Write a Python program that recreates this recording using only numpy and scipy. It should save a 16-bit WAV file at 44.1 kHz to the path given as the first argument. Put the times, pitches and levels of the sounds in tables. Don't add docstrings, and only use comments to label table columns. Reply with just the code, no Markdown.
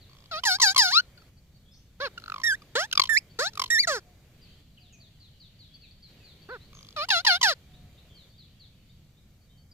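import sys
import numpy as np
from scipy import signal
from scipy.io import wavfile
from scipy.ndimage import uniform_filter1d

SR = 44100
rng = np.random.default_rng(int(sys.argv[2]) if len(sys.argv) > 2 else 0)


def linear_from_db(decibels):
    return 10 ** (np.asarray(decibels, float) / 20)


def transcribe(signal):
    frames = np.atleast_2d(signal).T
    limited = np.clip(frames, -1, 1)
    pcm = np.round(limited * 32767).astype(np.int16)
    wavfile.write(sys.argv[1], SR, pcm)


N = 429093


def evened(x):
    return x / np.sqrt(np.mean(abs(x) ** 2) + 1e-20)


def read(points, hz):
    f, value = np.transpose(points)
    return np.interp(np.log(hz + 1), np.log(f + 1), value)


def add(mix, s, sound):
    part = mix[:, round(s * SR):][:, :sound.shape[1]]
    part += sound[:, :part.shape[1]]


def backdrop(t):
    # start_s, end_s, first_lift_db, last_lift_db
    spells = [
        (0, 1.3, 6, 8),
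        (2.0, 4.62, 10, 5),
        (6.08, 8.31, 7, 5.5),
    ]
    # centre_s, width_s, lift_db
    gusts = [
        (6.72, .16, 3.5),
        (7.8, .14, 5),
        (4.5, .06, 3.5),
    ]
    # time_s, level_db
    flock_near = [(0, -66), (1.5, -69.5), (2.1, -66), (4.3, -69), (4.5, -61), (4.7, -65), (5.9, -61),
                  (6.1, -63), (8.3, -66), (8.5, -63), (9.73, -73.5)]
    lift_db = 0
    for start_s, end_s, first_db, last_db in spells:
        inside = (t >= start_s) * (t < end_s)
        lift_db = lift_db + inside * np.interp(t, (start_s, end_s), (first_db, last_db))
    lift_db = uniform_filter1d(lift_db, size=5, mode="nearest")
    gust_db = sum(db * np.exp(-((t - s) / width_s) ** 2) for s, width_s, db in gusts)
    flock_db = np.interp(t, *np.transpose(flock_near)) + .6 * lift_db
    return -52 + gust_db, -67 + lift_db, flock_db, -69 + .5 * lift_db


def garden():
    # freq_hz, density_db
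    rumble_bands = [(12, -44), (20, -21), (48, -0.5), (113, -1.5), (156, -4), (320, -23), (420, -51.5),
                    (700, -120)]
    hum_bands = [(150, -36.5), (250, -5.5), (570, -8.5), (824, -15), (897, -17.5), (2060, -16.5),
                 (2400, -13.5), (3120, -66), (5280, -120)]
    flock_bands = [(1060, -42.5), (1800, -14.5), (3120, -4), (4360, -6), (4670, -5.5), (5020, -17),
                   (5300, -18), (6890, -44), (11700, -120)]
    hiss_bands = [(2940, -41.5), (5000, 0), (6850, 1.5), (9380, -6.5), (14600, -1), (15700, -16),
                  (16500, -41)]
    # freq_hz, likeness_0_to_1
    likeness = [(30, .975), (300, .97), (1000, .8), (2500, .2), (8000, .05)]
    frames, hz = N // 256 + 5, np.fft.rfftfreq(1024, 1 / SR)
    a, b, c, d, patches = rng.standard_normal((frames, 513, 5)).T
    patches = evened(uniform_filter1d(uniform_filter1d(patches, 8, 0), 14, 1))
    shapes = (rumble_bands, hum_bands, flock_bands, hiss_bands)
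    levels_db = backdrop(np.arange(frames) * 256 / SR)
    power = 0
    for shape, level_db, patchy_db in zip(shapes, levels_db, (.4, .5, 2.2, .8)):
        gain = linear_from_db(read(shape, hz)) * (hz >= shape[0][0]) * (hz <= shape[-1][0])
        level = linear_from_db(level_db + patchy_db * patches)
        power = power + (gain[:, None] / np.linalg.norm(gain) * level) ** 2
    same = np.clip(read(likeness, hz), -1, 1)[:, None]
    left = a + 1j * b
    right = same * left + np.sqrt(1 - same ** 2) * (c + 1j * d)
    z = np.array([left, right]) * np.sqrt(power)
    return linear_from_db(-3.0) * signal.istft(z, nperseg=1024, noverlap=768)[1][:, :N]


def foliage(x, t60_s, size):
    t = np.arange(size) / SR
    sign = rng.choice([-1., 1.], (2, size))
    taps = sign * (rng.random((2, size)) < .05) * linear_from_db(-60 * t / t60_s) * (t > .004)
    return signal.fftconvolve(x, taps / np.linalg.norm(taps[0]), axes=1)[:, :N]


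def twitter():
    # start_s, length_s, level_db
    swoops = [(.009, .056, -61.5), (5.0, .085, -61), (5.2, .094, -60.5), (5.398, .08, -57.5),
              (5.59, .085, -58), (5.811, .084, -60), (6.237, .11, -59), (6.49, .075, -60),
              (8.15, .12, -60.5), (8.38, .082, -59), (8.596, .079, -58.5)]
    pips = [(.094, .063, -67), (1.177, .043, -65.5), (1.37, .028, -68.5), (1.545, .036, -68),
            (1.735, .035, -65.5), (3.3, .03, -64.5), (4.46, .074, -68), (5.739, .03, -55),
            (5.91, .011, -56), (6.418, .025, -59), (8.291, .08, -68), (8.876, .08, -75), (9.41, .06, -74),
            (9.572, .062, -71)]
    queries = [
        (7.734, .043, -63),
        (7.978, .029, -61.5),
        (8.33, .061, -69),
        (8.895, .03, -66.5),
        (9.169, .04, -69),
        (9.494, .04, -70),
    ]
    # start_s, length_s, start_hz, end_hz, level_db
    other_notes = [(1.656, .12, 3300, 3670, -69), (1.714, .08, 5130, 5400, -65.5),
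                   (1.733, .097, 5900, 6170, -70.5), (4.415, .054, 4900, 4100, -62),
                   (4.773, .022, 3200, 2400, -58), (4.799, .15, 4980, 2420, -66.5),
                   (4.925, .039, 6800, 5950, -62.5), (5.68, .12, 3300, 3400, -66.5),
                   (5.833, .033, 2780, 2230, -62), (6.025, .06, 4720, 3770, -56),
                   (6.6, .07, 3700, 4700, -63), (4.93, .05, 2600, 2400, -64),
                   (6.198, .098, 2700, 2250, -68.5), (6.74, .09, 6500, 6000, -61.5),
                   (8.101, .12, 3250, 3050, -66.5), (8.091, .08, 3500, 3450, -67),
                   (9.502, .15, 3150, 3050, -76), (9.713, .025, 4950, 4480, -59),
                   (3.499, .39, 437, 444, -69.5), (4.042, .14, 725, 706, -71),
                   (4.797, .35, 729, 619, -77.5), (7.656, .72, 736, 663, -77.5)]
    phrases = [(swoops, 4720, 3180), (pips, 4470, 4530), (queries, 3530, 4070)]
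    notes = []
    for rows, start_hz, end_hz in phrases:
        notes += [(s, length_s, start_hz, end_hz, db) for s, length_s, db in rows]
    return notes + other_notes


def songbirds():
    out = np.zeros((2, N))
    for s, length_s, start_hz, end_hz, db in twitter():
        u = np.arange(0, 1, 1 / SR / length_s)
        depth = .045 if start_hz > 6300 else .016
        wheeze = depth * evened(uniform_filter1d(rng.standard_normal(len(u)), 60))
        offset = rng.uniform(0, .3, (2, 1))
        hz = start_hz * (end_hz / start_hz) ** u * (1 + wheeze)
        tone = np.sin(2 * np.pi * (np.cumsum(hz) / SR + offset))
        swell = np.sin(np.pi * u ** 0.45) ** 0.7
        add(out, s, linear_from_db(db + 4.3) * linear_from_db([[.8], [-.8]]) * tone * swell)
    return out + linear_from_db(-.5) * foliage(out, t60_s=.4, size=22000)


def voice(pitch, rough, bright_db, beak, shade, edge_db, hollow_db):
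    # freq_hz, gain_db
    throat_bands = [(400, 2.5), (1100, -9), (1600, 2.46), (1950, -1.5), (2450, -18.5), (3200, -6.5),
                    (4300, -0.74), (5200, -2), (6000, -13), (7800, -19.5), (9200, -41), (10800, -22.5),
                    (12800, -28), (15500, -34)]
    # freq_hz, phase_rad
    twist = [(2000, 0.015), (2900, 0.59), (3700, 1.3), (4900, -.8), (7000, 1.5)]
    # freq_hz, left_right_db
    ports = [(500, -1.5), (1500, -0.5), (2300, -16.5), (3100, -6.5), (4250, 11), (4800, 3.5), (5300, 0),
             (6800, -13), (8000, 4), (9800, 12.5), (13000, 3.5)]
    port_lag = 5.69
    order = np.arange(1, int(15800 / pitch.min()))[:, None]
    hz = order * pitch
    upper = 1 / (1 + (2500 / hz) ** 8)
    top = 1 / (1 + (5800 / hz) ** 8)

    edge_share = np.where((hz < 9000) | (pitch > 950), 1, .25)
    throat_db = read(throat_bands, hz / beak ** (1 - upper))
    throat_db += upper * (bright_db + 2.5) + top * edge_db * edge_share
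    throat_db += hollow_db * np.exp(-((hz - 3100) / 600) ** 2)
    throat = linear_from_db(throat_db) * (hz < 15500)
    throat /= np.sqrt(.5 * (throat ** 2).sum(0))

    noise = rng.standard_normal((2,) + hz.shape)
    breath = evened(uniform_filter1d(uniform_filter1d(noise[0] + 1j * noise[1], 30), 30))
    blur = np.clip(rough * (.6 + 2.2 * upper + 3 * top) + .22 * top, 0, 1)
    throat *= linear_from_db(3.5 * upper * evened(uniform_filter1d(noise[0], 900)))
    spread = rng.uniform(-1.6, 1.6, order.shape)
    partials = np.exp(2j * np.pi * order * np.cumsum(pitch) / SR + 1j * spread)
    wave = throat * partials * (np.sqrt(1 - blur ** 2) + blur * breath)

    lead = read(twist, hz) - 2 * np.pi * hz * port_lag / SR
    pan = linear_from_db(.5 * shade * read(ports, hz))
    return np.array([(wave * pan * np.exp(1j * lead)).real.sum(0), (wave / pan).real.sum(0)])


def beat(peak_db, hz, bright_db, ms, edge_db=4.0):
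    u = np.arange(0, 1.2, 1000 / ms / SR)
    swell = (u / .36 * np.exp(1 - u / .36)) ** 2.6
    tone = voice(hz * (1.05 - .1 * u), rough=.25, bright_db=bright_db - 5 * u, beak=.72, shade=1.0,
                 edge_db=edge_db, hollow_db=5.0)
    return linear_from_db(peak_db - 9) * swell * tone


def murmurs():
    # start_s, beats, gap_s, peak_db, pitch_hz, first_bright_db, last_bright_db
    trills = [
        (.095, 9.7, 0.018, -46, 1110, -3.5, 4.1),
        (6.73, 11, .0195, -41, 1150, -2.5, 17),
    ]
    out = np.zeros((2, N))
    for s, count, gap_s, peak_db, hz, first_db, last_db in trills:
        for k in range(round(count)):
            bright_db = first_db + (last_db - first_db) * k / count
            add(out, s + k * gap_s, beat(peak_db + rng.normal(0, 1.4), hz, bright_db, 6.0))
    return out


def effort(t, db, soft_db, rise_s, fade_db_per_s, close_db, close_s):
    onset_db = soft_db * np.exp(-t / rise_s)
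    closing_db = close_db * np.exp((t - t[-1]) / close_s)
    return db + onset_db - fade_db_per_s * t - closing_db


def bowl(length_s, db, turn_hz, turn_s, bend_hz_per_s2, manner):
    t = np.arange(0, length_s, 1 / SR)
    return effort(t, db, **manner), turn_hz + bend_hz_per_s2 * (t - turn_s) ** 2


def glide(length_s, db, start_hz, end_hz):
    t = np.arange(0, length_s, 1 / SR)
    way = t / length_s + .04 * np.sin(2 * np.pi * t / length_s) * (end_hz < start_hz)
    effort_db = effort(t, db, soft_db=-2.5, rise_s=.006, fade_db_per_s=80, close_db=28, close_s=.012)
    return effort_db, start_hz + (end_hz - start_hz) * way


def traced(rows):
    s, db, hz = np.transpose(rows)
    t = np.arange(s[0], s[-1], 1 / SR)
    effort_db = uniform_filter1d(np.interp(t, s, db), 300, mode="nearest")
    return effort_db, uniform_filter1d(np.interp(t, s, hz), 600, mode="nearest")


def call(effort_db, pitch, hoarse, pose):
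    bright_db, shade, edge_db, beak, hollow_db = pose
    t = np.arange(len(pitch)) / SR
    if pitch.min() > 1200:
        tilt_db = .02 * (pitch - 1800)
        bright_db = bright_db + tilt_db
        edge_db = edge_db - tilt_db
    else:
        dull_at_s = .033
        bright_db = bright_db - 4 * np.exp(-((t - dull_at_s) / .014) ** 2)
        shrill = np.clip(1 + (pitch - 1250) / 300, 0, 1) * (t > dull_at_s)
        hollow_db = hollow_db * (1 - 1.1 * shrill)
        edge_db = edge_db - 9 * shrill
    pitch = pitch * (1 + .003 * evened(uniform_filter1d(rng.standard_normal(len(t)), 120)))
    rough = hoarse + 0.005 * (effort_db.max() - effort_db) + .25 * np.exp(-t / 0.013)
    edges = np.minimum(np.minimum(t, t[-1] - t) / 0.0038, 1)
    edge_db = edge_db - 40 * t
    return linear_from_db(effort_db) * edges * voice(pitch, rough, bright_db, beak, shade, edge_db, hollow_db)


def held_calls():
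    # start_s, length_s, effort_db, turn_hz, turn_after_s
    openers = [
        (.311, .097, -31, 618, .043),
        (6.962, .098, -28.5, 585, .036),
    ]
    screeches = [
        (.45, .128, -17, 725, .075),
        (.614, .123, -15.5, 750, .078),
        (7.101, .121, -19, 675, .073),
        (7.263, .122, -16, 700, .073),
    ]
    arches = [
        (2.0, .087, -28.5, 572, .036),
        (6.487, .09, -37, 512, .044),
    ]
    # start_s, length_s, effort_db, start_hz, end_hz
    glides = [
        (2.752, .116, -22, 420, 955),
        (3.388, .114, -24, 425, 945),
        (3.871, .129, -22.5, 725, 320),
        (7.427, .115, -16.5, 1030, 430),
    ]
    # time_s, effort_db, pitch_hz
    upswing = [
        (.776, -12, 1098),
        (.808, -18.5, 924),
        (.84, -20, 770),
        (.88, -25.5, 707),
        (.906, -28.5, 731),
        (.935, -23, 1100),
        (.975, -16, 1360),
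        (1.004, -21, 1492),
        (1.012, -45, 1517),
    ]
    # time_s, effort_db, pitch_hz
    whistles = [
        [(2.434, -25.5, 1850), (2.47, -23, 1870), (2.508, -22.5, 1696), (2.53, -23, 1499), (2.552, -35.5, 1818),
         (2.56, -50.5, 2060)],
        [(3.091, -23, 1831), (3.121, -23.5, 1809), (3.143, -23.5, 1696), (3.163, -23.5, 1760),
         (3.185, -25, 2700), (3.195, -44.5, 2627)],
        [(3.701, -23.5, 1813), (3.732, -21, 1904), (3.778, -21.5, 1739), (3.801, -21.5, 2341),
         (3.824, -27.5, 2368), (3.855, -28.5, 1724)],
    ]
    loud = dict(soft_db=-4.5, rise_s=.012, fade_db_per_s=95, close_db=30, close_s=.01)
    soft = dict(soft_db=-7, rise_s=.02, fade_db_per_s=5, close_db=26, close_s=.011)
    clear, husky, pure = .065, .11, .03
    calls = [(s, *bowl(*row, 52000, loud), clear) for s, *row in screeches]
    calls += [(s, *bowl(*row, 58000, soft), husky) for s, *row in openers]
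    calls += [(s, *bowl(*row, -88000, soft), husky) for s, *row in arches]
    calls += [(s, *glide(*row), husky) for s, *row in glides]
    calls += [(rows[0][0], *traced(rows), pure) for rows in [upswing] + whistles]
    return calls


def throat_trills():
    # time_s, peak_db
    trills = [
        [(2.222, -40), (2.24, -32.5), (2.261, -32), (2.281, -23), (2.3, -20), (2.321, -18), (2.342, -20.5),
         (2.361, -23.5), (2.381, -27), (2.4, -29), (2.416, -32.5)],
        [(2.914, -29.5), (2.934, -21.5), (2.954, -18), (2.976, -8), (2.997, -1.5), (3.018, -16), (3.037, -15),
         (3.055, -24.5), (3.072, -29.5)],
        [(3.535, -40), (3.555, -32), (3.575, -18.5), (3.596, -11.5), (3.618, -13), (3.639, -19), (3.66, -31.5),
         (3.678, -38)],
    ]
    # bright_db, edge_db, halfway_share (pitch sunk halfway)
    tones = [(-15, 1.5, .55), (-1.5, -2.5, .3), (-6, 7, .25)]
    high_hz, low_hz = 1380, 1030
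    beats = []
    for rows, (bright_db, edge_db, halfway) in zip(trills, tones):
        loudest_db = max(db for _, db in rows)
        for k, (s, peak_db) in enumerate(rows):
            high = 1 / (1 + np.exp((k / len(rows) - halfway) / .1))
            hz = low_hz + (high_hz - low_hz) * high
            beat_bright_db = bright_db + .35 * (loudest_db - peak_db)
            beats.append((s, peak_db, hz, beat_bright_db, 11 - 4.5 * high, edge_db))
    return beats


def parakeets():
    # bright_db, port_shading_factor, edge_db (above 6 kHz), beak_opening_factor, hollow_db
    poses = [(-1.5, .6, 5, .97, -6), (-.5, 1.2, 5, .95, -9), (-4.5, 1.3, -3.5, .9, 3),
             (-5, 1.5, -5, .92, 5.5), (-8, 1.2, -6.5, .8, 1.5), (-11, 1.4, -8.5, .75, 2.5),
             (-12, 1.2, -14.5, .85, 1.5), (-26, .8, -16, .85, 3), (-11, .78, 12, .95, 5.5),
             (-9.5, 1.1, 11, .9, -3), (-10, .83, 14.5, .9, -6), (-5, 1.1, 2.5, .92, 1.5),
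             (.4, .84, 1.5, .9, -8), (-12, .88, 10, .99, -2.5), (-17, 1.6, 14, 1.2, -3),
             (-13, .7, 10, 1.01, -12)]
    # time_s, peak_db, pitch_hz, bright_db, length_ms
    clucks = [
        (2.62, -40, 1200, -6, 12),
        (2.2, -41, 1400, 8, 7),
        (.587, -31, 1050, -11, 5.9),
        (.747, -22.5, 1070, .4, 8.3),
        (1.174, -46, 1442, -9.5, 24),
        (1.219, -46.5, 1310, -7, 13),
        (2.177, -26, 1410, -16.5, 14),
        (2.927, -12.5, 1526, -3.5, 11),
    ]
    out = murmurs()
    beats = clucks + throat_trills()
    for (s, effort_db, pitch, hoarse), pose in zip(held_calls(), poses):
        add(out, s, call(effort_db, pitch, hoarse, pose))
        if 900 < pitch[0] < 1200:
            beats.append((s - .014, effort_db.max() + 3.5, pitch[0], -4.5, 14))
    for s, *control in beats:
        add(out, s - .002, beat(*control))
    return out + linear_from_db(-36) * foliage(out, t60_s=.22, size=12000)


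def scene():
    return garden() + songbirds() + parakeets()


def low_pass(x):
    return signal.sosfilt(signal.butter(12, 16650, fs=SR, output="sos"), x)


def record(dry):
    return low_pass(dry)


dry = scene()
out = record(dry)
transcribe(out)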